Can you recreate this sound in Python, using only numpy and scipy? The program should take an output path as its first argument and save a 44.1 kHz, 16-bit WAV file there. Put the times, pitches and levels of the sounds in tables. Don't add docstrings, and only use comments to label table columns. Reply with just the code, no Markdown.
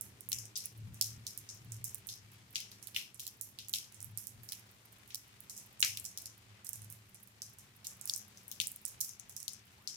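import sys
import numpy as np
from scipy import signal
from scipy.fft import rfft, irfft
from scipy.io import wavfile
from scipy.ndimage import uniform_filter1d

SR = 44100
rng = np.random.default_rng(int(sys.argv[2]) if len(sys.argv) > 2 else 0)


def log_audio(samples):
    frames = np.atleast_2d(samples).T
    limited = np.clip(frames, -1, 1)
    pcm = np.round(limited * 32767).astype(np.int16)
    wavfile.write(sys.argv[1], SR, pcm)


N = 439236


def undb(db):
    return 10 ** (np.asarray(db) / 20)


def unit(x):
    return x / np.sqrt(np.mean(x ** 2))


def on_log(table, hz):
    at, value = np.transpose(table)
    return np.interp(np.log(np.maximum(hz, 1)), np.log(at), value)


def wander(rate):
    hold = int(SR / rate)
    steps = np.repeat(rng.standard_normal(N // hold + 1), hold)
    return unit(uniform_filter1d(uniform_filter1d(steps, hold), hold)[:N])


def band(x, hz, octaves):
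    f = np.maximum(np.fft.rfftfreq(x.shape[-1], 1 / SR), 1)
    return irfft(rfft(x) * np.exp(-(np.log2(f / hz) / octaves) ** 2), x.shape[-1])


def resonance(f, hz, width):
    return 1j * f * width / (hz ** 2 - f ** 2 + 1j * f * width)


def edges(f, low_hz, top_hz):
    low_cut = signal.freqs(*signal.butter(5, low_hz, "high", analog=True), f)[1]
    return low_cut / (1 + 1.4j * f / top_hz - (f / top_hz) ** 2)


def delay(f, ms):
    return np.exp(-2j * np.pi * f * ms / 1000)


def burst(spectrum):
    x = irfft(spectrum)
    return x / np.sqrt(np.sum(x ** 2) / (2 * SR / 1000))


def patter(rate, spread_db, grain_s, hiss):
    hits = (rng.random(N) < rate / SR) * undb(spread_db * np.minimum(rng.exponential(size=N), 3.3))
    fade = np.exp(-1 / (grain_s * SR))
    return unit((signal.lfilter([1], [1, -fade], hits) + hiss) * rng.standard_normal((2, N)))


# (frequency [Hz], relative level [dB])
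RAIN_TONE = [(15, -49), (25, -25.5), (111, 0.5), (163, -11), (214, -10.5), (266, -13), (483, -16.5),
             (1510, -15), (2270, -14), (3700, -17.5), (12200, -23.5), (15200, -20.5), (16500, -48)]
# (frequency [Hz], left minus right [dB])
RAIN_SIDE = [(200, -2), (700, -0.5), (4400, 4.5), (8100, 3.5), (15000, -1)]
# (frequency [Hz], likeness [-1 to 1])
RAIN_LIKENESS = [(60, 1), (130, 0.93), (290, 0.74), (700, 0.37), (1400, -0.22), (3100, 0.032)]


def far_rain():
    f = np.fft.rfftfreq(N, 1 / SR)
    alike = np.clip(on_log(RAIN_LIKENESS, f), -.99, .99)
    droplets = patter(rate=280, spread_db=-0.5, grain_s=0.0023, hiss=2.24)
    mid, side = rfft(droplets) * np.sqrt([1 + alike, 1 - alike])
    lean_db = on_log(RAIN_SIDE, f) / 2
    tone = undb(on_log(RAIN_TONE, f) + [lean_db, -lean_db])
    hiss = irfft(np.array([mid + side, mid - side]) * tone, N)
    swell_db = 0.8 * wander(1.276)
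    out = sum(band(hiss, hz, 1.0) * undb(swell_db + 1.2 * wander(8)) for hz in 22 * 2 ** np.arange(10))
    return unit(out) * undb(-62.5)


# (pitch [Hz], width [Hz], relative level [dB])
SHELTER_NOTES = [(109.96, 6.3, 20.5), (127, 12, -4), (91.5, 22, 2.5), (62, 40, -27), (133.3, 21, -1.5),
                 (180, 38, -2.5), (212, 18, -34)]
# (time of peak [s], level [dB], length [s])
RUMBLE_GUSTS = [(0.09, -59.5, 0.18), (0.384, -57, 0.23), (.87, -46, 0.2), (1.148, -52.5, 0.25),
                (1.407, -61, 0.066), (1.737, -52, 0.32), (2.254, -65.5, 1), (3.596, -69.5, 0.38),
                (4.092, -53.5, 0.19), (4.387, -54.5, 0.15), (5.95, -60.5, 0.29), (6.52, -63, 0.061),
                (6.854, -56, 0.23), (7.555, -73, 0.27), (8.606, -76, .3), (8.954, -61, 0.04),
                (9.305, -66.5, 0.21)]


def shelter_rumble():
    lull_db, fall_db = -70.5, 10.5
    t, f = np.arange(N) / SR, np.fft.rfftfreq(N, 1 / SR)
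    gusts = undb(lull_db) + sum(undb(db - fall_db * (2 * (t - peak_s) / length) ** 2)
                                for peak_s, db, length in RUMBLE_GUSTS)
    booms = np.array([irfft(rfft(rng.standard_normal((2, N))) * resonance(f, hz, width), N)
                      for hz, width, _ in SHELTER_NOTES])
    loudness = np.sqrt(uniform_filter1d(booms ** 2, SR // 30))
    booms = booms / (loudness + 1.03 * np.std(booms, axis=-1, keepdims=True))
    mid, side = np.tensordot(undb(np.array(SHELTER_NOTES)[:, 2]), booms, 1)
    stereo = unit(mid) * undb([[.9], [-.9]]) + undb(-17.5) * unit(side) * np.array([[1], [-1]])
    return signal.sosfilt(signal.butter(6, 250, fs=SR, output="sos"), stereo * gusts)


# (pitch [Hz], width [Hz], level [dB])
ENGINE_NOTES = [(184.4, 9.5, -78.5), (207.4, 13.7, -77), (392.8, 18, -86)]


def far_engine():
    f = np.fft.rfftfreq(N, 1 / SR)
    hum = np.zeros(N)
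    for hz, width, db in ENGINE_NOTES:
        level = undb(db + 1.14 * wander(1.864))
        hum += level * unit(irfft(rfft(rng.standard_normal(N)) * resonance(f, hz, width) ** 2, N))
    return hum


def truck():
    t = np.arange(N) / SR
    noise = rng.standard_normal((2, N)) + 1.2 * rng.standard_normal(N)
    roar = unit(band(noise, hz=300, octaves=0.73))
    return roar * undb(-71 - 2.24 * t + 0.63 * wander(3.67))


# (time [s], level [dB], low edge [Hz], top edge [Hz], sheen [dB], rough pan [dB],
#  slap against crack [dB], spray against crack before its boost [dB])
ROOF_DROPS = [(.0107, -27, 8400, 5300, 13, -13, -20, -30.5), (0.2075, -37.5, 9500, 8000, 1, -6, -17, -30),
              (.289, -29.5, 9700, 8000, 15, -25, -3, -34), (0.3185, -26, 2220, 12100, 4, 1, -0.5, -24.5),
              (0.33, -23.5, 5200, 8000, -19, 3.5, -13, -27.5), (.3864, -33.5, 5900, 3500, 6, 6, -15, -23.5),
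              (0.4547, -40.5, 6500, 8000, -5, -2, -10, -28), (0.5569, -36, 4430, 3520, -3, 7.5, 6, -12),
              (.575, -29.5, 9000, 5300, 5, -22, -7, -27.5), (.6395, -44.5, 2070, 18400, 2, 2.5, -16, -16.5),
              (.6572, -28, 9800, 8000, -1.5, -20, -17, -45), (.944, -44.5, 9500, 8000, 0, -2, -12, -21),
              (1.012, -17.5, 4170, 10400, 1.5, -2.5, -5.5, -24.5),
              (1.2674, -29.5, 4520, 5300, 7, -2.5, -7, -23), (1.3765, -31, 6900, 4000, 11, -9, -9, -30.5),
              (1.4899, -37.5, 5900, 3520, -7, -1.5, -3, -18), (1.7206, -33, 6300, 4000, 6, -8, -11, -26.5),
              (1.8426, -27, 9250, 8000, 2, -1.5, -7, -23.5), (1.946, -28, 9400, 8000, 6, -23, -12, -41),
              (2.07, -34.5, 9600, 8000, 11, -18, -15, -26), (2.0887, -35, 4030, 4530, 2, -3.5, -4, -16.5),
              (2.548, -50, 4830, 6000, -10, 7, -15, -11), (2.5569, -24, 2720, 3900, 3, 1.5, -6, -22.5),
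              (2.6033, -34, 2470, 20000, 3, -1.5, -15, -28), (2.7157, -44, 4000, 2300, 13, -5, -16, -19.5),
              (2.8272, -40.5, 6660, 4150, 5, -13, -6, -22.5), (2.872, -32.5, 3620, 20000, 4, -22, -9, -36),
              (2.9463, -43, 3030, 2000, 13, -23, -6, -13), (2.963, -21.5, 2450, 2200, 19, 3.5, -10, -26),
              (3.145, -41.5, 9500, 8150, -4, -17, -11, -28),
              (3.1957, -37, 3220, 13900, 5.5, 1.5, -11, -14.5),
              (3.2673, -30.5, 3730, 20000, 5.5, -2, 0, -32), (3.4121, -28, 7100, 4640, 15, -8, -9, -26),
              (3.5877, -35, 3300, 2600, 10, -4, -10, -21), (3.6847, -34.5, 6200, 3500, 15, -19, 2, -30),
              (3.7307, -31, 7000, 8000, 8, -12, -20, -37), (3.7371, -21.5, 2940, 6400, 6, -3, -13, -21.5),
              (3.924, -47, 7000, 8000, 3, -12, -15, -28), (3.9444, -45, 9000, 8000, -7, -17, -16, -25),
              (4.0046, -39.5, 6600, 4000, 8, -15, -5, -26), (4.028, -34, 9500, 8000, -3, -18, -19, -54),
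              (4.0448, -34, 9500, 8000, 12, -21, -14, -36),
              (4.1745, -27, 6600, 4060, 15.5, -13.5, -16, -26),
              (4.2704, -30.5, 7400, 4640, 9.5, -21, -12, -33),
              (4.4336, -42.5, 9600, 8000, 13, -16, -11, -24), (4.489, -36.5, 5130, 2980, 11, -3, -6, -23),
              (4.5215, -28.5, 2310, 13900, 5, -12, -6, -29.5), (4.928, -48, 8550, 12000, 2, -8, -12, -33),
              (5.077, -48.5, 9500, 12000, 7, -11, -10, -24), (5.1052, -44.5, 2410, 5330, 2, -2, -14, -17.5),
              (5.1458, -26.5, 4300, 16000, 2, -4.5, -5, -30), (5.4049, -39, 9550, 8000, 15, -12, -19, -33),
              (5.4969, -37, 6240, 3520, 7, -1, -14, -18), (5.565, -44, 9500, 8000, -6, -9, -20, -16.5),
              (5.5774, -38.5, 6800, 4000, 10, -15, -10, -28), (5.7964, -40, 8000, 8000, 6, -15, -20, -31),
              (5.8045, -24.5, 8400, 5300, 0, -7, -4, -30), (5.8269, -13.5, 1840, 5200, -2, -0.5, -19, -24),
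              (5.8482, -22, 3600, 7950, 8, 2.5, -18, -24.5),
              (5.9725, -29, 2300, 16000, 4.5, 2.5, -16, -26.5),
              (5.999, -32, 9800, 8200, -5, 11.5, -15, -32), (6.0433, -36, 3260, 18600, 9, -16, -25, -37),
              (6.0521, -31.5, 6200, 3550, 3, -12, -6, -23), (6.175, -30.5, 4430, 13900, 3, 0.5, -8, -24),
              (6.221, -40.5, 9500, 8000, 5, -13, -18, -47), (6.2575, -33.5, 5700, 3500, 5, -3.5, -6, -27.5),
              (6.6465, -39, 9100, 8000, 2, -18, -14, -21), (6.6681, -35, 6640, 4000, 9, -8, -14, -38),
              (6.6915, -27.5, 9500, 6140, 2, -9, -17, -42), (6.7321, -30.5, 7640, 4600, 9, -11, -17, -28.5),
              (6.7581, -38, 9500, 8000, -4, -9, -13, -40), (6.8192, -41, 9150, 8000, -8, -23, -5, -33),
              (6.8452, -43, 9000, 8000, 3, -12, -17, -36), (6.901, -39, 9500, 8000, 12, -6, -10, -21.5),
              (6.9246, -40.5, 8800, 8000, 7, -13, -17, -39), (7.146, -43.5, 9000, 8000, -7, -7, -6, -24.5),
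              (7.274, -48, 8560, 12000, 6, -11, -9, -28), (7.4194, -31.5, 5300, 3980, 7, -1, -11, -24),
              (7.586, -44, 8750, 8000, 0, -7, -15, -20.5), (7.8454, -42.5, 3350, 12100, 1, -8, -10, -15),
              (7.8696, -29, 6350, 4060, 7, 0, -13, -28), (8.0125, -34, 7540, 4600, 2, -20, -14, -28.5),
              (8.056, -30, 9500, 8000, 2, 3.5, -16, -37), (8.075, -33.5, 5600, 3500, 14, -10, -12, -21.5),
              (8.0967, -21.5, 4400, 5370, 4, 3, -18, -36), (8.1378, -25, 5760, 6140, -9, 10, -13, -29),
              (8.162, -28, 7750, 5300, 2, -8, -16, -47), (8.1778, -35, 6340, 4000, 25, 7, -13, -30),
              (8.374, -45, 4840, 8000, 0, 3, -12, -23), (8.482, -37, 9500, 8000, 7, 9, -10, -30),
              (8.5164, -30, 3500, 18400, 3.5, 10, -8, -28), (8.6019, -19.5, 2560, 6300, 1, 6.5, -7, -28.5),
              (8.618, -29, 2620, 18400, 10, 3, -13, -28), (8.6711, -25.5, 9200, 7960, -1, -3, -10, -31),
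              (8.7176, -35, 9500, 8000, 10, 4, -16, -46), (8.7613, -36.5, 9500, 8000, 7, 7, -16, -39),
              (8.8524, -25, 8400, 5430, -3, -21, -7, -33), (8.8798, -37, 9500, 8000, 10, 0, -6, -25.5),
              (9.0052, -28, 5550, 20000, 6, -2, -11, -16), (9.0114, -22.5, 6540, 3970, 11, -0.5, -19, -41),
              (9.0948, -35, 6540, 4060, -7, 15, -17, -29), (9.1992, -36, 6500, 4000, -10, 16, -14, -30.5),
              (9.2958, -39, 8700, 8050, 1, 4, -11, -22.5), (9.3654, -31.5, 6230, 4100, 7, -5, -20, -23.5),
              (9.4028, -36.5, 7600, 4600, -3, -19, -12, -36), (9.4294, -35.5, 6900, 4000, 8, -21, -12, -40),
              (9.481, -25.5, 5000, 2670, 6, 7.5, -14, -29), (9.5356, -37.5, 6600, 4020, -5, 15, -8, -29),
              (9.8754, -28, 5000, 3020, 1.5, 7.5, -22, -21.5)]
# (frequency [Hz], time to fade 60 dB [s], left gain [dB], right gain [dB])
SPRAY_BANDS = [(1250, 0.15, 16.5, 16), (2100, 0.24, 8.5, 4.5), (2880, 0.4, 5.5, 1), (4170, 0.19, 4.5, 2.5),
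               (5250, 0.45, 7.5, -0.5), (7010, 0.3, 2.5, -0.5), (9530, 0.33, -9, -0.5),
               (12600, 0.3, -2.5, 0.5), (13900, 0.25, -23, -35)]
CRACK_RATTLE = [
    [1.5],
    [-7],
]


def roof_drips():
    crack_fade_s, slap_fade_s = 0.014, 0.022
    shadow_hz, shadow_db, sheen_hz = 7600, -16, 9800
    spray_boost_db, slap_click = 5, 0.6
    size, lead_ms = 8192, 5
    t, f = np.arange(size) / SR, np.fft.rfftfreq(size, 1 / SR)

    droplets = patter(rate=120, spread_db=4.5, grain_s=0.00061, hiss=1.46)
    spray_bands = np.array([unit(band(droplets, hz, 0.33)) * np.sqrt(hz) * undb([[left_db], [right_db]])
                            for hz, _, left_db, right_db in SPRAY_BANDS])
    spray_bands = np.pad(spray_bands, ((0, 0), (0, 0), (0, size)))
    fades = np.array([undb(-60 * t / fade_s) for _, fade_s, _, _ in SPRAY_BANDS])[:, None]
    fades *= (1 - np.exp(-t / 0.00012)) * np.minimum((size / SR - t) / .03, 1) ** 2
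    dip = 1 - 0.63 * resonance(f, 4640, 600)

    bounces_ms = rng.uniform(0.072, 0.419, (len(ROOF_DROPS), 2, 1))
    rattles = rng.standard_normal((len(ROOF_DROPS), 2, 2, 1024))
    rattles *= undb(-60 * t[:1024] / np.array([crack_fade_s, slap_fade_s])[:, None, None])
    rattles /= np.sqrt(np.sum(rattles ** 2, axis=-1, keepdims=True))
    jitters = np.clip(rng.standard_normal((len(ROOF_DROPS), 2)), -2, 2)
    treble, sheen_band = (1 / (1 + (hz / np.maximum(f, 1)) ** 8) for hz in (shadow_hz, sheen_hz))
    out = np.zeros((2, N + size))
    for drop, rattle, bounce_ms, jitter in zip(ROOF_DROPS, rattles, bounces_ms, jitters):
        time_s, db, low_hz, top_hz, sheen_db, pan_db, slap_db, spray_db = drop
        start = int(time_s * SR)
        crack_rattle, slap_rattle = rfft(rattle, size)
        sheen = undb(sheen_db * sheen_band)
        plink = 1 + 0.25 * resonance(f, 1.07 * low_hz, low_hz / 2)
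        ground_bounce = 1 + 0.9 * delay(f, bounce_ms)
        tone = edges(f, low_hz, top_hz) * sheen * ground_bounce * plink

        lag_ms = 0.338 - 0.17 * pan_db + 0.184 * jitter[0]
        left = undb(0.22 * pan_db + (shadow_db + 1.5 * pan_db) * treble) * delay(f, lag_ms)
        mics = np.array([left, np.full_like(f, undb(-.3 * pan_db))])
        crack = burst((1 + undb(CRACK_RATTLE) * crack_rattle) * tone * mics * delay(f, lead_ms))

        slap_ms = 9 + 0.89 * jitter[1]
        lean = undb([[0.077 * pan_db], [-.25 * pan_db]])
        slap = burst((slap_click + slap_rattle) * tone * lean * delay(f, lead_ms + slap_ms))
        out[:, start - lead_ms * SR // 1000:][:, :size] += undb(db) * (crack + undb(slap_db) * slap)

        hold_s = 0.14 * undb(0.28 * (db + spray_db + 54.5))
        cutoff = np.exp(-(t / hold_s) ** 6)
        spray = np.sum(spray_bands[:, :, start:start + size] * fades, axis=0) * cutoff
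        spray_tone = edges(f, min(low_hz, 6460), 1.54 * top_hz) * sheen * dip
        spray = irfft(rfft(spray) * spray_tone)
        spray /= np.sqrt(np.mean(spray[:, :2048] ** 2))
        out[:, start:start + size] += undb(db + spray_db + spray_boost_db) * lean * spray
    return out[:, :N]


def far_drips():
    per_second, fade_s = 11, 0.0064
    hits = (rng.random(N) < per_second / SR) * undb(6.3 * np.minimum(rng.standard_normal(N), 1))
    ticks = signal.lfilter([1], [1, -np.exp(-1 / (fade_s * SR))], hits) * rng.standard_normal((2, N))
    return band(ticks, hz=12100, octaves=0.43) * undb([[-58], [-51]])


def bubble():
    start_s, start_hz, rise_hz_per_s = 9.775, 720, 10500
    t = np.maximum(np.arange(N) / SR - start_s, 0)
    ring = (1 - np.exp(-t / .006)) * undb(-65 - 60 * t / 0.45)
    cutoff = np.exp(-(t / 0.1) ** 4)
    return ring * cutoff * np.sin(2 * np.pi * (start_hz * t + rise_hz_per_s * t ** 2 / 2))


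def scene():
    return roof_drips() + far_rain() + shelter_rumble() + far_engine() + truck() + far_drips() + bubble()


def record(dry):
    top_hz = 16700
    return signal.sosfilt(signal.ellip(10, .2, 80, top_hz, fs=SR, output="sos"), dry)


dry = scene()
out = record(dry)
log_audio(out)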